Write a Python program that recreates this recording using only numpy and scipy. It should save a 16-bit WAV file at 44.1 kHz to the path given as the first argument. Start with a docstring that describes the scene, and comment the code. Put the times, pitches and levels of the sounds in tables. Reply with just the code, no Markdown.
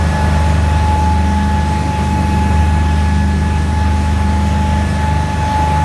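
"""A twin-engined powerboat cruises at about 3000 rpm, heard at the helm. From the start, propeller
blades thump the hull, reduction gears whine and two V8 exhausts drone slightly out of step over
water and wind. After a second the engine growl draws back and the exhausts surge three times,
while a long wave swells the hull's rumble. Around 4 s the engines drift nearly into step; then
their drone stands out, and near the end the thump dips twice as the growl comes forward again."""
import sys
import numpy as np
from scipy import signal
from scipy.fft import rfft, irfft, next_fast_len
from scipy.io import wavfile
from scipy.ndimage import uniform_filter1d, map_coordinates

SR = 44100
rng = np.random.default_rng(int(sys.argv[2]) if len(sys.argv) > 2 else 0)


def master(y):
    """Save y as 16-bit WAV."""
    cut = np.clip(np.atleast_2d(y).T, -1, 1)
    pcm = np.round(cut * 32767)  # scale
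    wavfile.write(sys.argv[1], SR, pcm.astype(np.int16))


N = 257544
PINION_TEETH, WHEEL_TEETH, CYLINDERS = 17, 33, 8

# The engine growl's fader, lower while the listener shelters close to the dashboard.
# Each row: time in seconds, level in dB.
GROWL_FADER = [(0, -27.5), (.25, -26.5), (.7, -29.5), (1.15, -35), (2.6, -34.5), (3.4, -40), (4.2, -35.5),
               (4.85, -37), (5.25, -35), (5.55, -29), (5.84, -31.5)]


def propellers(crank):
    """Each blade passing under the hull pushes on it; unequal blades add other shaft orders."""
    # The thump's slow swell and sag. Each row: time in seconds, level in dB.
    thump_fader = [(0, -15), (.36, -13), (1.1, -12.5), (1.5, -15.5), (2.3, -18), (2.6, -12), (3.6, -14),
                   (4.0, -13), (5.0, -16), (5.84, -16)]
    # Brief dips in the thump. Each row: centre in seconds, half width in seconds, depth in dB.
    thump_dips = [(.17, 0.056, 3), (1.9, 0.07, 5.5), (5.3, 0.056, 8), (5.5, 0.028, 10)]
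    # Partials of a three-blade propeller. Each row: multiple of the shaft rate, relative level in dB.
    partials = [(2, -23), (3, -0.5), (4, -22), (6, -22), (7, -30.5)]
    thump_db, = curves(thump_fader)
    shaft = crank * PINION_TEETH / WHEEL_TEETH
    thump = sum(amp(db) * twin(shaft, order, far_db=-21) for order, db in partials)
    return amp(thump_db + 0.47 * wobble(12)) * fades(thump_dips) * thump


def gears(crank):
    """Meshing teeth whine; both gears sound in the overtones, which flutter as their speeds differ."""
    # Faders for the first three mesh harmonics. Each row: time in seconds, level in dB.
    mesh_fader = [(0, -19.5), (.5, -23), (.74, -25), (.86, -19.5), (1.0, -16.5), (1.25, -22.5), (2.5, -23),
                  (3.2, -27), (3.85, -24.3), (4.45, -25.5), (4.76, -20), (5.4, -22.5), (5.58, -17.5),
                  (5.84, -18.5)]
    second_fader = [(0, -36), (.2, -30), (.45, -39.5), (.75, -36), (1.03, -45), (1.3, -36), (1.62, -34),
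                    (1.8, -45), (2.6, -35), (3.3, -34.5), (4.15, -38.5), (4.45, -43), (4.85, -35.5),
                    (5.4, -36.5), (5.84, -40)]
    third_fader = [(0, -45), (.8, -41.5), (1.55, -50), (2.25, -38.5), (2.9, -42), (3.2, -46), (5.0, -48),
                   (5.45, -39), (5.84, -48)]
    # The fundamental drops out as the listener moves through nulls of its standing wave.
    # Each row: centre in seconds, half width in seconds, depth in dB.
    nulls = [(.08, 0.073, 16), (.3, 0.054, 8), (.59, .055, 22), (3.38, 0.035, 18), (3.65, 0.05, 18),
             (4.15, 0.035, 6), (4.9, 0.096, 13), (5.27, .05, 5.5), (5.365, .015, 13)]
    (mesh_db,), (second_db,), (third_db,) = curves(mesh_fader), curves(second_fader), curves(third_fader)
    torque_ripple = 0.02 * np.array([wobble(60), wobble(60)])  # shakes the pitch
    near, far = teeth = crank * PINION_TEETH + torque_ripple
    # the wheel's runout swells the whine once a turn
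    runout = 1 + 0.039 * tone(near / WHEEL_TEETH) + 0.047 * wobble(60)
    whine = amp(mesh_db + 0.4 * wobble(15)) * fades(nulls) * twin(teeth, order=1, far_db=-17.5)
    whine += amp(second_db) * twin(teeth, order=2, far_db=9.5)
    whine += amp(third_db) * twin(teeth, order=3, far_db=-1)
    whine += amp(-53) * twin(teeth, order=4, far_db=4)
    whine += amp(-53.5 + 1.5 * wobble(3.3)) * twin(teeth, order=6, far_db=3)
    # a rough fringe surrounds the tone and is bared where the tone itself fades
    fringe = unit(wobble(110) * tone(near) + wobble(110) * tone(far))
    return whine * runout + amp(-37.5) * fringe


def exhausts(crank):
    """Uneven firing in each bank sounds a stack of low partials; waves over the outlets make them waver."""
    # Surges of the firing note. Each row: time in seconds, level in dB.
    firing_fader = [(0, -26), (1.05, -27.5), (1.42, -18.5), (1.9, -26.5), (2.45, -20), (2.78, -27),
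                    (3.25, -20), (3.75, -26.5), (4.4, -22), (4.9, -22.5), (5.25, -31.5), (5.84, -27.5)]
    # Fades of the sixth order. Each row: centre in seconds, half width in seconds, depth in dB.
    sixth_fades = [(1.2, 0.29, 19), (2.52, 0.13, 17), (4.1, 0.6, 16), (5.53, 0.089, 23)]
    # The rest of the boom. Each row: multiple of the four-stroke cycle rate, relative level in dB.
    partials = [(2, -37.5), (4, -26.5), (5, -32), (7, -29.5), (9, -42), (10, -39.5), (11, -38), (12, -39.5),
                (13, -42), (14, -48), (15, -43), (16, -44)]
    firing_db, = curves(firing_fader)
    cycle = crank / 2  # four strokes take two turns
    sixth = amp(-24 + 0.73 * wobble(9)) * fades(sixth_fades) * twin(cycle, order=6, far_db=-14.5)
    firing = amp(firing_db + 0.54 * wobble(8)) * twin(cycle, order=CYLINDERS, far_db=-17.5)
    boom = sum(amp(db + 0.1 + 0.68 * wobble(3)) * twin(cycle, order, far_db=-9.5)
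               for order, db in partials)
    return sixth + firing + boom


def engine_bay(crank):
    """The engine bay growls with high firing orders, the roar of the intakes and clatter."""
    # The drone's partials. Each row: multiple of the four-stroke cycle rate, relative level in dB.
    partials = [(20, -16), (22, -10), (23, -17), (24, -6.5), (25, -15), (26, -15), (27, -15), (28, -15),
                (30, -16), (31, -18)]
    # The throaty colour of the intakes. Each row: frequency in Hz, relative level in dB.
    intake_eq = [(250, -40), (450, -3.5), (600, -3), (800, 0), (1400, -10), (4000, -34)]
    growl_db, = curves(GROWL_FADER)
    drone_db = -0.5 + 7 * bell(4.8, width=0.47)  # stands out as the listener turns from the dashboard
    drone = sum(amp(db + drone_db + wobble(3.6)) * twin(crank / 2, order, far_db=-13)
                for order, db in partials)
    intake = amp(-4) * coloured(rng.standard_normal(N), intake_eq)
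    clatter_db = 0.5 * growl_db - 17  # partly comes through the deck, so shelter dims it half as much
    return amp(growl_db) * (drone + intake) + amp(clatter_db) * clatter(crank)


def clatter(crank):
    """Each firing knocks the block, every cylinder with its own strength and timing; rms 1."""
    # The midrange colour of the knocks. Each row: frequency in Hz, relative level in dB.
    clatter_eq = [(300, -30), (450, -1), (650, -2), (950, 0), (1450, -1), (1550, -6), (1650, -1),
                  (2200, -10), (4000, -22), (9000, -40)]
    knocks = np.zeros(N)
    for turns, engine_db in zip(crank, (0, -4)):
        firings = turns * CYLINDERS / 2
        count = np.arange(1, int(firings[-1]))
        strength, lag = rng.standard_normal((2, CYLINDERS))[:, count % CYLINDERS]
        scatter, jitter = rng.standard_normal((2, len(count)))
        onsets = np.interp(count + 0.15 * lag + 0.028 * jitter, firings, np.arange(N)).astype(int)
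        knocks += np.bincount(onsets, amp(engine_db + 2 * strength + 1.5 * scatter), N)
    t = np.arange(SR // 8) / SR
    bay_reverb = rng.standard_normal(len(t)) * amp(-60 * t / 0.13)  # blurs the knocks into a buzz
    return coloured(signal.fftconvolve(knocks, bay_reverb)[:N], clatter_eq)


def hull():
    """The hull rumbles through the water; each wave swells it and draws out a hollow note."""
    # Waves against the hull. Each row: centre in seconds, half width in seconds, rise in dB.
    waves = [(.28, .13, 3), (.98, 0.12, 3), (2.3, 0.49, 3.3), (4.45, .3, 1.5), (5.65, .15, 2.5)]
    # Colours of the rumble and the hollow note. Each row: frequency in Hz, relative level in dB.
    rumble_eq = [(15, -26), (30, -14), (45, -19), (62, -1.5), (110, -4), (165, -1), (215, -5.5), (310, -11),
                 (450, -15), (800, -26.5), (2000, -47)]
    hollow_eq = [(200, -30), (275, -8), (310, 2), (345, -3), (430, -33.5)]
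    swell_db = sum(rise_db * bell(centre, width) for centre, width, rise_db in waves)
    rumble = amp(-26 + swell_db) * coloured(patchy_noise(patchy_db=0.5), rumble_eq)
    hollow = amp(-28) * (amp(swell_db) - 1) * coloured(rng.standard_normal(N), hollow_eq)
    return rumble + hollow


def spray():
    """Wind and spray hiss past the cockpit, a little softer in the dashboard's shelter."""
    # The broad colour of the hiss. Each row: frequency in Hz, relative level in dB.
    spray_eq = [(200, -19), (600, -1.5), (1000, -2), (1550, -2), (1900, -1.5), (2300, -4), (4400, -10.5),
                (4950, -14), (5300, -11.5), (6800, -14), (7600, -18), (8400, -15.5), (9800, -18),
                (10500, -22.5), (11000, -24.5)]
    growl_db, = curves(GROWL_FADER)
    shelter_db = 0.19 * (growl_db - growl_db.mean())
    return amp(-30 + shelter_db + 0.32 * wobble(12)) * coloured(patchy_noise(patchy_db=1.3), spray_eq)


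def twin(turns, order, far_db):
    """The same partial from the near and far drives, at rms 1: it beats as their speeds differ."""
    near, far = turns
    return unit(tone(order * near) + amp(far_db) * tone(order * far))


def tone(cycles):
    """A sine of rms 1 that follows a running count of cycles."""
    return np.sqrt(2) * np.sin(2 * np.pi * (cycles + rng.random()))


def patchy_noise(patchy_db):
    """White noise with patches of random gain in time and frequency."""
    spectra = signal.stft(rng.standard_normal(N), nperseg=512)[2]
    patches = uniform_filter1d(rng.standard_normal(spectra.shape), size=8, axis=0)
    patches = uniform_filter1d(patches, size=16, axis=1)
    return signal.istft(spectra * amp(patchy_db * unit(patches)), nperseg=512)[1][:N]


def coloured(x, eq):
    """x through an EQ of (Hz, dB) points on a log axis, at rms 1."""
    points_hz, db = np.transpose(eq)
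    return unit(filtered(x, lambda hz: amp(np.interp(np.log(hz + 1), np.log(points_hz), db))))


def filtered(x, response):
    """x through a filter whose gain is response(Hz)."""
    size = next_fast_len(N + SR // 2)
    return irfft(rfft(x, size) * response(np.fft.rfftfreq(size, 1 / SR)), size)[:N]


def curves(rows):
    """One value per sample for each column after the time."""
    times, *columns = np.transpose(rows)
    return [np.interp(np.arange(N) / SR, times, column) for column in columns]


def wobble(rate):
    """A smooth random curve, rate knots a second."""
    return map_coordinates(rng.standard_normal(int(N * rate / SR) + 4), [np.arange(N) * rate / SR])


def fades(rows):
    """A gain of 1 that sinks smoothly at each (centre, half width, depth in dB)."""
    return np.prod([1 - (1 - amp(-db)) * bell(centre, width) for centre, width, db in rows], axis=0)


def bell(centre, width):
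    """A smooth bump of height 1; centre and half width in seconds."""
    return np.exp(-((np.arange(N) / SR - centre) / width) ** 2)


def amp(db):
    return 10 ** (np.asarray(db) / 20)


def unit(x):
    """x at rms 1."""
    return x / np.sqrt(np.mean(x ** 2) + 1e-20)


def scene():
    """Two crankshafts drive all the machinery, over a bed of water and wind; mono."""
    # Crankshaft speeds. Each row: time in seconds, near and far engine in turns per second.
    speeds = [(0.0, 50.47, 50.29), (0.3, 50.51, 50.26), (0.7, 50.47, 50.06), (1.1, 50.42, 50.18),
              (1.4, 50.39, 50.08), (2.1, 50.37, 50.12), (2.7, 50.36, 50.0), (3.1, 50.38, 50.12),
              (3.6, 50.38, 50.19), (4.0, 50.44, 50.38), (4.5, 50.41, 50.46), (5.0, 50.58, 50.62),
              (5.3, 50.55, 50.53), (5.6, 50.51, 50.59), (5.84, 50.44, 50.47)]
    crank = np.cumsum(curves(speeds), axis=1) / SR  # turns of each crankshaft
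    return (propellers(crank) + exhausts(crank) + engine_bay(crank) + gears(crank) + hull() + spray())[None]


def record(dry):
    """A steep low-pass takes off the top of the treble."""
    cutoff_hz = 11750
    return filtered(dry[0], lambda hz: 1 / np.sqrt(1 + (hz / cutoff_hz) ** 200))[None]


dry = scene()
out = record(dry)
master(out)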